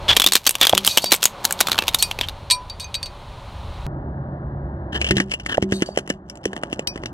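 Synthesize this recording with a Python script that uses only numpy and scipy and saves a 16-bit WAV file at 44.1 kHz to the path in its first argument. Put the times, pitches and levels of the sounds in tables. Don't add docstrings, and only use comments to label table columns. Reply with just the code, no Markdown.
import sys
import numpy as np
from scipy import signal
from scipy.fft import rfft, irfft
from scipy.io import wavfile
from scipy.ndimage import uniform_filter1d

SR = 44100
rng = np.random.default_rng(int(sys.argv[2]) if len(sys.argv) > 2 else 0)


def generate_wav(sig):
    pcm = np.round(np.clip(np.atleast_2d(sig).T, -1, 1) * 32767).astype(np.int16)
    wavfile.write(sys.argv[1], SR, pcm)


N = 314433
TIME = np.arange(N) / SR
AGE = np.arange(8192) / SR
SECOND_PASS_S = 3.866

# start_s, level_db, pitch_hz
FRACTURES = [(0.166, 0, 3940), (0.1698, 0, 3246), (0.1985, -1, 3330), (0.2188, -3.5, 3440),
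             (0.2416, -4, 3360), (0.2635, 3, 3600), (0.2726, -5.5, 4200), (0.3215, -2, 4430),
             (0.3346, -6, 8160), (0.3537, 3.5, 4400), (0.3644, -7.5, 3880), (0.4663, -0.5, 6134),
             (0.4726, 1, 4420), (0.4924, -2, 8680), (0.5531, -9.5, 2780), (0.6129, 1.5, 3530),
             (0.6518, -6, 2330), (0.6689, 0.5, 3350), (0.6947, -1.5, 3270), (0.7501, -8, 3780),
             (0.7775, 0.5, 3020), (0.848, -7.5, 4120), (0.8659, -5.5, 9200), (0.8754, 1, 3100),
             (0.9737, 4, 2900), (0.9819, -3.5, 3200), (1.0424, -9, 5200), (1.1192, 2.5, 4053),
             (1.1237, 2, 2310), (1.1485, -11, 7910), (1.2292, -4.5, 3220), (1.2395, -3.5, 7700),
             (1.2546, 3.5, 6600), (1.4446, -14, 1536), (1.4516, 0.5, 4320), (1.5085, -10.5, 1690),
             (1.5245, -6.5, 8600), (1.6053, -3, 1550), (1.6101, 0.5, 3830), (1.6707, -9.5, 3500),
             (1.6849, -8.5, 1370), (1.717, -4, 3980), (1.7449, -14.5, 1310), (1.7797, -11.5, 3150),
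             (1.7881, 1.5, 2700), (1.8225, -13.5, 2600), (1.8808, -3.5, 3120), (1.9456, -1.5, 3830),
             (2.0251, -1, 9000), (2.1121, -12, 3060), (2.1885, -14, 2580), (2.2114, -6, 3400),
             (2.2856, -14.5, 3590), (5.0141, -12.5, 2640), (5.0446, -14, 2830), (5.0662, -16, 2920),
             (5.088, -18.5, 2830), (5.1085, -9, 1890), (5.1682, -12, 3860), (5.1815, -14, 1750),
             (5.2009, -9, 1740), (5.3156, -15.5, 2600), (5.3379, -15, 2700), (5.3986, -28, 2700),
             (5.462, -16, 1890), (5.5724, -20, 1800), (5.6246, -16.5, 2020), (5.7218, -15, 1820),
             (5.8215, -10, 1770), (5.9744, -10.5, 1800), (6.0756, -27.5, 1840), (6.101, -12.5, 1810),
             (6.2984, -26.5, 5420), (6.355, -39, 7400), (6.373, -38.5, 7700), (6.4546, -15, 5800),
             (6.5314, -21.5, 1670), (6.5645, -22.5, 1760), (6.6347, -15, 1640), (6.7283, -13, 2690),
             (6.7936, -17, 7450), (6.9583, -21, 1770), (7.0361, -23, 1710), (7.0583, -19.5, 5700)]
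# time_s, freedom_ratio
PIECE_FREEDOM = [(0.9, 0.59), (1.5, 0.44), (2.2, 0.58), (5.3, 0.96), (6.5, 0.52)]
# time_s, level_db
CRACK_TREBLE = [(0.2, -11), (0.75, -9.5), (1.2, -7), (1.6, -5), (1.76, -19), (1.95, -7.5), (2.15, -18),
                (5.05, -24.5), (5.3, -23), (6.1, -16), (7, -26)]
# frequency_hz, gain_db
FIRST_PLASTIC = [(88, -49), (150, -32.5), (190, -13.5), (226, -11), (624, -7.5), (1450, -3.5), (2500, 2),
                 (3490, 5.5), (4950, -0.5), (8730, -8), (10800, -10), (12700, -6.5), (16000, -19.5)]
SECOND_PLASTIC = [(50, -23), (115, -2), (300, 1.5), (1000, -11), (1700, -5), (2300, -7), (2900, 2.5),
                  (3800, -15.5), (4800, -13), (5800, -11.5), (7800, -18.5), (10000, -26), (12500, -36.5),
                  (16000, -54)]
# start_s, level_db,
# length_s
FRAME_CREAKS = [(0.079, 4, 0.03), (0.1, 2.5, 0.018), (0.121, -1, 0.017), (0.6167, 1, 0.027),
                (0.638, -13, 0.0051), (0.7265, -2.5, 0.0028), (1.111, -10, 0.022), (2.226, -12.5, 0.029),
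                (4.922, -29.5, 0.019), (4.941, -23.5, 0.036), (5.485, -24, 0.028), (5.514, -23, 0.019),
                (5.54, -22, 0.015)]
# start_s, level_db, pitch_hz
EYECUP_POPS = [(0.262, -14, 325), (0.7335, 4, 677), (0.974, -15, 513), (1.041, -8.5, 635),
               (1.123, -17, 695), (1.61, -11.5, 753), (5.1085, -5.5, 218), (5.168, -9.5, 195),
               (5.2, -16.5, 303), (5.5803, -1.5, 600), (5.626, -7.5, 235), (5.723, -8.5, 247),
               (5.822, -9.5, 345), (5.889, -16.5, 610), (5.974, -10, 546), (6.101, -21, 270),
               (6.458, -8, 392), (6.635, -18, 648), (6.793, -17, 498), (7.036, -21.5, 370)]
# start_s, level_db, contact_s, pitch_hz
SHARD_CONTACTS = [(0.885, -8, 0.057, 4700), (1.02, -14.5, 0.042, 4700), (1.058, -11, 0.017, 5550),
                  (1.987, -11, 0.046, 4500), (2.026, 2.5, 0.0011, 4360), (2.501, -3, 0.003, 4360),
                  (2.509, 2, 0.0094, 4360), (2.549, -17.5, 0.0011, 6800), (2.698, -18, 0.0049, 4660),
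                  (2.798, -16, 0.019, 4500), (2.843, -21, 0.0021, 4360), (2.943, -8, 0.00066, 4360),
                  (2.951, -7.5, 0.0016, 4360), (3.029, -10, 0.00078, 4360), (3.058, -18.5, 0.0081, 4360),
                  (5.735, -34, 0.037, 4700), (5.86, -36.5, 0.036, 4700), (6.873, -16.5, 0.0017, 5700)]
# frequency_hz, level_db, t60_s
WHEEL_MODES = [(998, -22.5, 0.44), (2478, -12, 0.18), (2405, -23, 0.13), (3856, 0.5, 0.048),
               (4356, -0.5, 0.057), (4610, 0, 0.11), (4820, -14, 0.12), (5550, -16, 0.099),
               (5676, -17, 0.13), (6300, -8, 0.049), (8090, -9, 0.043), (8700, -13.5, 0.07),
               (11400, -21, 0.06), (12500, -21, .05)]
CAVITY_MODES = [(112, 1.5, 0.077), (139, -7.5, 0.28), (196.8, -0.5, 1), (265, -9, 0.2), (332, 6, 0.09),
                (377.2, -1, 0.45)]
# time_s, rumble_db, roar_db
ROLL_LEVELS = [
    [(0, -31, -33), (0.13, -32, -27.5), (0.3, -50, -46.5), (0.75, -46, -34.5), (1.15, -49.5, -39.5),
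     (1.45, -50, -32.5), (1.95, -39.5, -34.5), (2.2, -35.5, -37), (2.7, -39.5, -40.5), (3.3, -38, -38),
     (3.86, -27, -36)],
    [(3.87, -30, -35.5), (4.7, -30.5, -36), (5, -31.5, -35.5), (5.35, -38, -44.5), (5.8, -43, -40),
     (6.25, -44.5, -46), (6.65, -44.5, -37.5), (7.13, -37.5, -40)],
]
# frequency_hz, gain_db
FIRST_ROLL = [(12, -41.5), (20, 1), (86, 2.5), (222, -18.5), (310, -25.5), (337, -22.5), (513, -24),
              (558, -15.5), (642, -22), (949, -18), (1760, -33.5), (4180, -32), (4810, -41.5),
              (9670, -52.5), (16000, -62)]
SECOND_ROLL = [(12, -60.5), (20, -23.5), (59, 4), (106, -3.5), (143, 0), (248, -8), (351, -6), (463, -19),
               (570, -10.5), (905, -15.5), (1250, -22), (1690, -24), (2330, -47), (5000, -60.5),
               (6500, -117), (11000, -120)]
# time_s, pitch_hz, fundamental_db, octave_db
CAR_HUM = [(3.87, 69.4, -42.5, -32), (4.3, 68.55, -37.5, -32.5), (4.75, 69.3, -36.5, -41.5),
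           (5.001, 67.2, -29.5, -55), (5.15, 66, -36.5, -27.5)]
# frequency_hz, left_lead_rad
PORT_LEAD = [(330, 0), (550, .45), (1000, 1.7), (1400, 2.2), (1850, 1.6), (2500, 3), (3000, 4.1),
             (6500, 4.3), (8300, 7), (12000, 6.5)]
# frequency_hz, left_minus_right_db
PORT_SHADE = [(200, 0), (700, -4), (1300, 4), (2400, 1), (4000, 4), (4500, -1), (5600, 7), (7700, -5),
              (9300, 5), (12000, 0)]


def crack(s, db, hz, snap_t60=0.0091, body_t60=0.044, mode_t60=0.053, echo_t60=0.15, rise_s=0.00018):
    free = np.interp(s, *np.transpose(PIECE_FREEDOM))
    noise = rng.standard_normal(len(AGE))
    envelope = amp(4) * decay(snap_t60) + free * decay(body_t60 * free) + amp(-27) * decay(echo_t60)
    modes = [(2200 + 12500 * place ** 1.3, size, turn) for place, size, turn in rng.random((26, 3))]
    ringing = sum(size ** 3 * ring(f, mode_t60 * np.sqrt(hz / f), turn) for f, size, turn in modes)
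    burst = noise * envelope + amp(-10) * free * unit_peak(ringing)
    burst *= 1 - np.exp(-AGE / rise_s)
    f = freqs(AGE)
    gain = plastic_gain(s, f) * (1 + amp(7) * resonance(f, hz, width_hz=230))
    gain *= piece_tilt(abs(rfft(burst) * gain) ** 2, s, hz, free)
    return amp(db) * unit_peak(coloured(burst, gain))


def piece_tilt(power, s, hz, free, frame_hz=3400):
    f = freqs(AGE)
    octaves = np.log2(hz / frame_hz)
    large, small = max(-octaves, 0), max(octaves, 0)
    bass_db = -20.5 + 21.5 * (1 - free) + 11 * large
    treble_db = np.interp(s, *np.transpose(CRACK_TREBLE)) + 4 + 3 * large + 9.5 * small

    def share_db(low_hz, high_hz):
        return 10 * np.log10(power[(f > low_hz) & (f < high_hz)].sum() / power[f > 1000].sum())

    tilt = [(1100, bass_db - share_db(500, 1500)), (2000, 0.042),
            (4500, 0.00068), (7000, treble_db - share_db(6000, 16000))]
    return amp(curve(tilt, f))


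def splinters(cracks, s, reach_s=0.007, per_s=320, spread_db=4, t60=0.003):
    window = np.exp(-abs(np.r_[-AGE[:0:-1], AGE]) / reach_s)
    strain = np.sqrt(abs(signal.fftconvolve(cracks ** 2, window / window.sum(), "same")))
    clicks = (rng.random(N) < per_s / SR) * amp(spread_db * np.minimum(rng.exponential(1, N), 3))
    envelope = np.sqrt(abs(signal.fftconvolve(clicks ** 2, decay(t60) ** 2)[:N]))
    grains = envelope * rng.standard_normal(N)
    f = freqs(TIME)
    gain = plastic_gain(s, f) * f ** 2 / (f ** 2 + 1200 ** 2)
    return strain * unit_rms(irfft(rfft(grains) * gain, N))


def creak(s, db, hz, length_s, hollow_db, slips_per_s=1500, t60=0.017, grit_hz=6000):
    stroke = (AGE / length_s) * np.exp(-(1.5 * AGE / length_s) ** 2)
    slips = stroke * rng.standard_normal(len(AGE))
    slips *= 0.15 + (rng.random(len(AGE)) < slips_per_s / SR)
    frame = ring(hz, t60) + amp(hollow_db) * ring(0.58 * hz, t60)
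    body = signal.fftconvolve(slips, frame)[:len(AGE)]
    f = freqs(AGE)
    grit = coloured(slips, plastic_gain(s, f) / (1 + (f / grit_hz) ** 2))
    return amp(db) * unit_peak(unit_peak(body) + amp(-6) * unit_peak(grit))


def pop(db, hz, rise_cycles=0.55, cavity_hz=216):
    rise = AGE * hz / rise_cycles
    puff = rise * np.exp(-rise) * np.sin(2 * np.pi * hz * AGE)
    boom = sum(amp(level) * ring(f, t60) for f, level, t60 in CAVITY_MODES)
    boom *= 1 - (AGE / AGE[-1]) ** 2
    boom_db = -17 + 28 * resonance(hz, cavity_hz, width_hz=110)
    pressure = unit_peak(puff) + amp(boom_db) * unit_peak(boom)
    low_cut = signal.butter(2, 60, "high", fs=SR)
    return amp(db) * unit_peak(signal.lfilter(*low_cut, pressure))


def ping(s, db, contact_s, pitch_hz, taps_per_s=250, uneven_db=6, shard_t60=0.028, skid_s=0.042):
    contact = np.exp(-AGE / contact_s)
    force = rng.standard_normal(len(AGE)) * contact
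    force *= 1 + amp(22) * (rng.random(len(AGE)) < taps_per_s / SR)
    force[0] += 8
    modes = np.zeros(len(AGE))
    for hz, level, t60 in WHEEL_MODES:
        mode_db = level + 6 * resonance(hz, pitch_hz, width_hz=200) + uneven_db * rng.standard_normal()
        modes += amp(mode_db) * ring(hz, t60, rng.random())
    ringing = signal.fftconvolve(force, modes)[:len(AGE)]
    clatter = rng.standard_normal(len(AGE)) * (contact + decay(shard_t60))
    f = freqs(AGE)
    skid = min(contact_s / skid_s, 1)
    high_pass = f ** 2 / (f ** 2 + (2200 + 4000 * skid) ** 2)
    low_pass = 1 / (1 + (f / (10000 * (1 + skid / 2))) ** 4)
    shard = coloured(clatter, plastic_gain(s, f) * high_pass * low_pass)
    return amp(db) * unit_peak(unit_peak(ringing) + amp(-2) * unit_peak(shard))


def goggles(start_s, end_s, crack_db, splinter_db, creak_db, pop_db, ping_db, frame_hz, hollow_db):
    def during(table):
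        return [row for row in table if start_s <= row[0] < end_s]

    mix = np.zeros(N)
    for s, db, hz in during(FRACTURES):
        add(mix, s, crack(s, db + crack_db, hz))
        chance, wait, piece = rng.random(3)
        run_on = crack(s, db + crack_db - 7.5, hz * 2 ** (0.3 * (2 * piece - 1)))
        if chance < 0.34:
            add(mix, s + 0.012 * (0.5 + wait), run_on)
    mix += amp(splinter_db) * splinters(mix, start_s)
    for s, db, length_s in during(FRAME_CREAKS):
        hz = frame_hz * 2 ** rng.uniform(-0.08, 0.08)
        add(mix, s, creak(s, db + creak_db, hz, length_s, hollow_db))
    for s, db, hz in during(EYECUP_POPS):
        add(mix, s, pop(db + pop_db, hz))
    for s, db, contact_s, hz in during(SHARD_CONTACTS):
        add(mix, s, ping(s, db + ping_db, contact_s, hz))
    return mix


def rolling(levels, colour, rumble_db, roar_db, split_hz=180):
    s, rumble, roar = np.transpose(levels)
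    f = freqs(TIME)
    spectrum = rfft(rng.standard_normal(N)) * amp(curve(colour, f))
    low_pass = 1 / (1 + (f / split_hz) ** 4)
    bands = (low_pass, rumble + rumble_db), (1 - low_pass, roar + roar_db)
    return sum(unit_rms(irfft(spectrum * band, N)) * amp(np.interp(TIME, s, db)) for band, db in bands)


def hum(gain_db=-1, fade_s=0.075):
    s, *columns = np.transpose(CAR_HUM)
    hz, fundamental_db, octave_db = (np.interp(TIME, s, column) for column in columns)
    phase = 2 * np.pi * np.cumsum(hz) / SR
    tone = amp(fundamental_db) * np.sin(phase) + amp(octave_db) * np.sin(2 * phase)
    fade = np.exp(-np.maximum(TIME - s[-1], 0) / fade_s)
    return amp(gain_db) * np.sqrt(2) * fade * tone


def whine(hz=9550, rms_db=-72):
    return amp(rms_db) * np.sqrt(2) * np.sin(2 * np.pi * hz * TIME)


def ports(x, mesh_hz=13200):
    f = freqs(TIME)
    lead = np.interp(f, *np.transpose(PORT_LEAD))
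    left = amp(curve(PORT_SHADE, f) / 2) * np.exp(0.5j * lead)
    mesh = 1 / np.sqrt(1 + (f / mesh_hz) ** 24)
    return irfft(rfft(x) * mesh * np.array([left, 1 / left]), N)


def plastic_gain(s, f):
    return amp(curve(FIRST_PLASTIC if s < SECOND_PASS_S else SECOND_PLASTIC, f))


def resonance(f, centre_hz, width_hz):
    return 1 / (1 + ((f - centre_hz) / width_hz) ** 2)


def ring(hz, t60, turn=0):
    return np.sin(2 * np.pi * (hz * AGE + turn)) * decay(t60)


def decay(t60):
    return np.exp(-np.log(1000) * AGE / max(t60, 1e-4))


def coloured(x, gain):
    log_gain = np.log(np.maximum(gain / gain.max(), 1e-5))
    mirrored = np.r_[log_gain, log_gain[-2:0:-1]]
    return irfft(rfft(x) * np.exp(np.conj(signal.hilbert(mirrored)))[:len(gain)])


def curve(points, hz):
    f, value = np.transpose(points)
    return np.interp(np.log(hz + 1), np.log(f + 1), value)


def freqs(x):
    return np.fft.rfftfreq(len(x), 1 / SR)


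def amp(db):
    return 10 ** (np.asarray(db) / 20)


def unit_rms(x):
    return x / np.sqrt(np.mean(x ** 2) + 1e-20)


def unit_peak(x):
    return x / np.sqrt(uniform_filter1d(x ** 2, 88).max() + 1e-20)


def add(mix, s, sound):
    part = mix[max(round(s * SR), 0):][:len(sound)]
    part += sound[:len(part)]


def scene():
    first = goggles(0, SECOND_PASS_S, crack_db=-4, splinter_db=-16, creak_db=-11,
                    pop_db=-5, ping_db=-10.5, frame_hz=3320, hollow_db=-19)
    first += rolling(ROLL_LEVELS[0], FIRST_ROLL, rumble_db=-1.5, roar_db=-3) + whine()
    second = goggles(SECOND_PASS_S, N / SR, crack_db=-1, splinter_db=-15, creak_db=4.5,
                     pop_db=-3, ping_db=1.5, frame_hz=2910, hollow_db=0)
    second += rolling(ROLL_LEVELS[1], SECOND_ROLL, rumble_db=-2, roar_db=-0.5) + hum()
    return np.where(TIME < SECOND_PASS_S, first, ports(second))


def record(dry, cutoff_hz=16300):
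    low_pass = signal.firwin(255, cutoff_hz, window=("kaiser", 8), fs=SR)
    return signal.oaconvolve(np.clip(dry, -1, 1), low_pass[None], "same")


dry = scene()
out = record(dry)
generate_wav(out)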